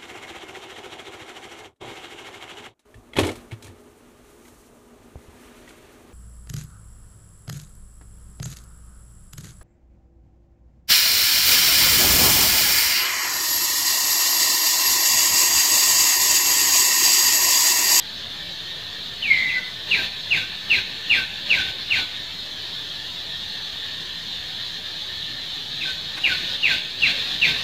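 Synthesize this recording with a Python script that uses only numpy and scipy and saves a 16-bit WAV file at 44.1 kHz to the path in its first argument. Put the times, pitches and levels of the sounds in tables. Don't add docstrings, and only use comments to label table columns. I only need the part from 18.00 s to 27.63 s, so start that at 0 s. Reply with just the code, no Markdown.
import sys
import numpy as np
from scipy import signal
from scipy.io import wavfile
from scipy.ndimage import uniform_filter1d

SR = 44100
rng = np.random.default_rng(int(sys.argv[2]) if len(sys.argv) > 2 else 0)


def transcribe(signal):
    frames = np.atleast_2d(signal).T
    limited = np.clip(frames, -1, 1)
    pcm = np.round(limited * 32767).astype(np.int16)
    wavfile.write(sys.argv[1], SR, pcm)


def amplitude_ratio(level_db):
    exponent = np.asarray(level_db, float) / 20
    return 10 ** exponent


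N = 424683


def evened(x):
    return x / np.sqrt(np.mean(x ** 2) + 1e-20)


def read(points, hz):
    f, value = np.transpose(points)
    return np.interp(np.log(hz + 1), np.log(f + 1), value)


def over_time(rows):
    return np.interp(np.arange(N) / SR, *np.transpose(rows))


def add(mix, s, sound):
    part = mix[round(s * SR):][:len(sound)]
    part += sound[:len(part)]


def drift(count, top_hz):
    smooth = signal.butter(2, top_hz, fs=SR, output="sos")
    return evened(signal.sosfilt(smooth, rng.standard_normal(count)))


def resonate(x, hz, width):
    turn = np.exp(2j * np.pi * hz * np.arange(len(x)) / SR)
    r = np.exp(-np.pi * width / SR)
    return 2 * (turn * signal.lfilter([1 - r], [1, -r], x / turn)).real


def patchy(x, colour, patch_db, frames, bins, size):
    hz, _, z = signal.stft(x, SR, nperseg=size, noverlap=size * 3 // 4)
    patches = rng.standard_normal(z.T.shape).T
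    patches = uniform_filter1d(patches, round(bins), 0)
    patches = evened(uniform_filter1d(patches, round(frames), 1))
    z = z * amplitude_ratio(read(colour, hz)[:, None] + patch_db * patches)
    return evened(signal.istft(z, nperseg=size, noverlap=size * 3 // 4)[1][:N])


def clicks(per_s, spread_db):
    size_db = spread_db * np.minimum(rng.exponential(1, N), 4)
    size = amplitude_ratio(size_db) * rng.choice([-1., 1.], N)
    return size * (rng.random(N) < per_s / SR)


def hush():
    # (pitch [Hz], level [dB per Hz])
    hush_colour = [(14, -40), (30, -12), (55, -2.5), (100, -0.5), (130, -3), (160, 0.5), (190, -4.5),
                   (400, -9), (800, -10), (1400, -13), (2200, -11), (8500, -32), (11500, -30), (15500, -28)]
    noise = rng.standard_normal(N)
    return amplitude_ratio(-40.5) * patchy(noise, hush_colour, 0.23, 4, 30, size=4096)


def cicadas():
    # (pitch [Hz], level [dB per Hz])
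    drum_colour = [(1500, -54), (2100, -19), (2400, -17.5), (3000, -9.5), (3500, -2.5), (3900, -3),
                   (4350, -7), (4750, -17.5), (5350, -21), (5550, -26), (6450, -25.5), (6750, -28.5),
                   (7200, -29.5), (7600, -35), (10000, -45.5)]
    # (time [s], level [dB])
    chorus = [(0, -30.5), (2, -30.5), (4.5, -30), (7, -29.5), (9.63, -29.5)]
    drum = clicks(12000, 1.6) * amplitude_ratio(0.24 * drift(count=N, top_hz=22))
    return amplitude_ratio(over_time(chorus)) * patchy(drum, drum_colour, 0.49, 12, 10, size=1024)


def crickets():
    # (time [s], level [dB])
    cricket_level = [(0, -43.5), (1.5, -43.5), (3, -42), (4.5, -44), (6, -42), (7, -43.5), (8, -43.5),
                     (9.63, -42)]
    wings = clicks(2500, 1.24) * amplitude_ratio(0.77 * drift(count=N, top_hz=7.3))
    ring = resonate(resonate(wings, 1810, 160), 1625, 400)
    return amplitude_ratio(over_time(cricket_level)) * evened(ring)


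def rustle(s, db, hz, half):
    t = np.arange(-2 * half, 2 * half, 1 / SR)
    noise = rng.standard_normal(len(t))
    crackle = resonate(resonate(noise, hz, 2200), hz, 2200)
    return s + t[0], amplitude_ratio(db) * evened(crackle) * np.exp(-(t / half) ** 2)


def forest(x, wet_db, ground_db, slope_db, reach):
    # (delay [s], level [dB])
    trunks = [(.0195, -14), (.033, -15)]
    # (pitch [Hz], time [s])
    dying = [(1500, 0.8), (2000, 0.8), (2500, 0.78), (3000, 0.82)]
    # (pitch [Hz], level [dB])
    scatter = [(1500, 1.5), (2000, 0.5), (2500, 5.5), (3000, -1)]
    ground_s, slope_s = .0056, .115

    path = np.zeros(SR // 4)
    for s, db in [(0, 0), (ground_s, ground_db), (slope_s, slope_db)] + list(trunks):
        add(path, s, amplitude_ratio(db) * np.ones(1))
    out = signal.oaconvolve(x, path)[:len(x)]

    at = np.arange(320, SR // 2 - 20, 20)
    turn = 2 * np.pi * 4.3 * np.arange(len(x)) / SR
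    for k in range(3):
        taps = np.zeros(SR // 2)
        taps[at + rng.integers(0, 20, len(at))] = rng.choice([-1., 1.], len(at))
        hz, t, z = signal.stft(taps, SR, nperseg=256)
        quick = amplitude_ratio(8.5 - 60 * t / .1)
        slow = amplitude_ratio(-60 * t / reach / read(dying, hz)[:, None])
        z = z * amplitude_ratio(read(scatter, hz))[:, None] * (slow + quick)
        tail = signal.istft(z, SR, nperseg=256)[1]
        share = np.sqrt(2 / 3) * np.cos(turn + k * np.pi / 3)
        out += amplitude_ratio(wet_db) * signal.fftconvolve(x * share, tail / 25)[:len(x)]
    return out


def sing(hz, db, waver):
    hz = hz * (1 + waver * drift(count=len(hz), top_hz=59.6))
    edge = signal.windows.tukey(len(hz), 600 / len(hz))
    return np.sqrt(2) * amplitude_ratio(db) * edge * np.sin(2 * np.pi * np.cumsum(hz) / SR)


def whistle():
    # (time [s], pitch [Hz], level [dB])
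    whistle_path = [
        (1.215, 3340, -38),
        (1.224, 3090, -15.5),
        (1.249, 2570, -21),
        (1.275, 2307, -19),
        (1.317, 2100, -12),
        (1.348, 2060, -16),
        (1.449, 2028, -15),
        (1.57, 2014, -18.5),
        (1.6, 1980, -37),
    ]
    s, hz, db = np.transpose(whistle_path)
    t = np.arange(s[0], s[-1], 1 / SR)
    glide = uniform_filter1d(np.interp(t, s, hz), size=600, mode="nearest")
    level_db = np.interp(t, s, db)
    tone = sing(glide, level_db + 2.2 * drift(count=len(t), top_hz=80), .002)
    grown_db = -14 * np.exp(-(t - s[0]) / 0.028)
    breath = sing(glide + 140, level_db - 9 + grown_db, 0) * drift(count=len(t), top_hz=110)
    return s[0], tone + breath


def chirp(s, db, fall, end_hz, note_db):
    # (pitch [Hz], level [dB])
    voice = [(1500, -4.5), (1750, -16.5), (2100, 2.5), (2400, 7), (2750, 11), (2950, 6.5), (3100, -40)]
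    middle_hz, note_s = 2500, 0.054
    bend_hz = 125.4
    top_hz = voice[-1][0] + 26 * min(db + 25, 0)
    lead = (top_hz - middle_hz) / fall / 1000
    knee = (middle_hz - end_hz) / fall / 1000
    t = np.arange(-lead, knee + note_s, 1 / SR)
    hz = end_hz + bend_hz * np.logaddexp(0, 1000 * fall * (knee - t) / bend_hz)
    hz -= 450 * np.maximum(t - knee, 0)
    held = np.clip((t - knee) / 0.011, 0, 1)
    fade_db = -12 * (np.maximum(t - knee, 0) / note_s) ** 3
    return s - lead, sing(hz, db + read(voice, hz) + held * note_db + fade_db, 0.0085)


def scene():
    # (time [s], level [dB], centre pitch [Hz], half length [s])
    rustles = [
        (8.181, -31.5, 2000, .014),
    ]
    # (time of middle pitch [s], level [dB], fall [Hz per ms], end pitch [Hz], end note [dB])
    calls = [(1.504, -34.5, 21, 1525, 9), (1.93, -27.5, 21, 1564, 0.5), (2.328, -26, 21.67, 1534, 3.5),
             (2.724, -26, 18.5, 1534, 0), (3.12, -25, 19.7, 1537, 2.5), (3.521, -26.5, 20, 1530, 8),
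             (3.924, -28, 21.5, 1503, 2.5), (7.818, -33, 32, 1532, 10.5), (8.255, -26.5, 24, 1510, 3.5),
             (8.652, -25, 19, 1546, 2), (9.040, -26.5, 21.8, 1510, -5), (9.435, -27, 22.4, 1540, -7)]
    insects = cicadas() + crickets()

    chirps, near = np.zeros((2, N))
    for row in rustles:
        add(near, *rustle(*row))
    s, held = whistle()
    held = np.r_[held, np.zeros(SR)]
    add(near, s, forest(amplitude_ratio(-8) * held, -4, -6, -13, .7))
    for row in calls:
        add(chirps, *chirp(*row))
    echoing = forest(amplitude_ratio(-7.5) * chirps, 0.053, 0.5, -21, 1.41)
    return (hush() + insects + near + echoing)[None]


def denoised(x):
    # (pitch [Hz], change [dB per dB of excess])
    depth = [(60, 0.16), (400, 0.63), (3500, 0.75), (7000, 0.92), (13000, 0.73)]
    hz, _, z = signal.stft(x, SR, nperseg=4096, noverlap=3072)
    power_db = 10 * np.log10(uniform_filter1d(abs(z) ** 2, size=3, axis=1) + 1e-20)
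    usual_db = uniform_filter1d(np.median(power_db, 1), size=15)
    excess_db = np.clip(power_db - usual_db[:, None], -8, 6)
    z = z * amplitude_ratio(read(depth, hz)[:, None] * excess_db)
    return signal.istft(z, nperseg=4096, noverlap=3072)[1][:N]


def gate_db():
    # (time fully open [s], gain [dB], held open [s], held half open [s])
    openings = [(1.33, 3, 0.084, 0.18), (1.951, 7, 0.098, .001), (2.375, 7.5, .005, 0.024),
                (2.76, 8, 0.024, 0.0012), (3.163, 8, 0.029, 0.012), (3.542, 7.5, 0.068, 0.069),
                (3.976, 9.5, 0.013, 0.011), (7.877, 3.5, 0.034, 0.027), (8.296, 7.5, 0.047, 0.19),
                (8.714, 8.5, 0.024, 0.016), (9.075, 8, 0.035, 0.23), (9.47, 10, 0.033, .2)]
    open_s, close_db_per_s, half_open, shut_db = .095, 162, 0.53, -4
    t, gain_db = np.arange(N) / SR, np.zeros(N)
    for s, db, held, half in openings:
        drop_s = (1 - half_open) * db / close_db_per_s
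        shut_s = half_open * db / close_db_per_s
        times = s + np.cumsum([-open_s, open_s, held, drop_s, half, shut_s])
        swing = db * np.array([0, 1, 1, half_open, half_open, 0])
        gain_db = np.maximum(gain_db, np.interp(t, times, swing))
    return shut_db + uniform_filter1d(gain_db, size=600)


def top_cut(x):
    return signal.sosfilt(signal.butter(12, 15640, fs=SR, output="sos"), x)


def record(dry):
    opened = denoised(dry[0]) * amplitude_ratio(gate_db())
    band = signal.firwin(1601, 15500, window=("kaiser", 9), fs=SR)
    limited = signal.oaconvolve(opened, band, "same")[None]
    return top_cut(limited - .0034)


dry = scene()
out = record(dry)
transcribe(out)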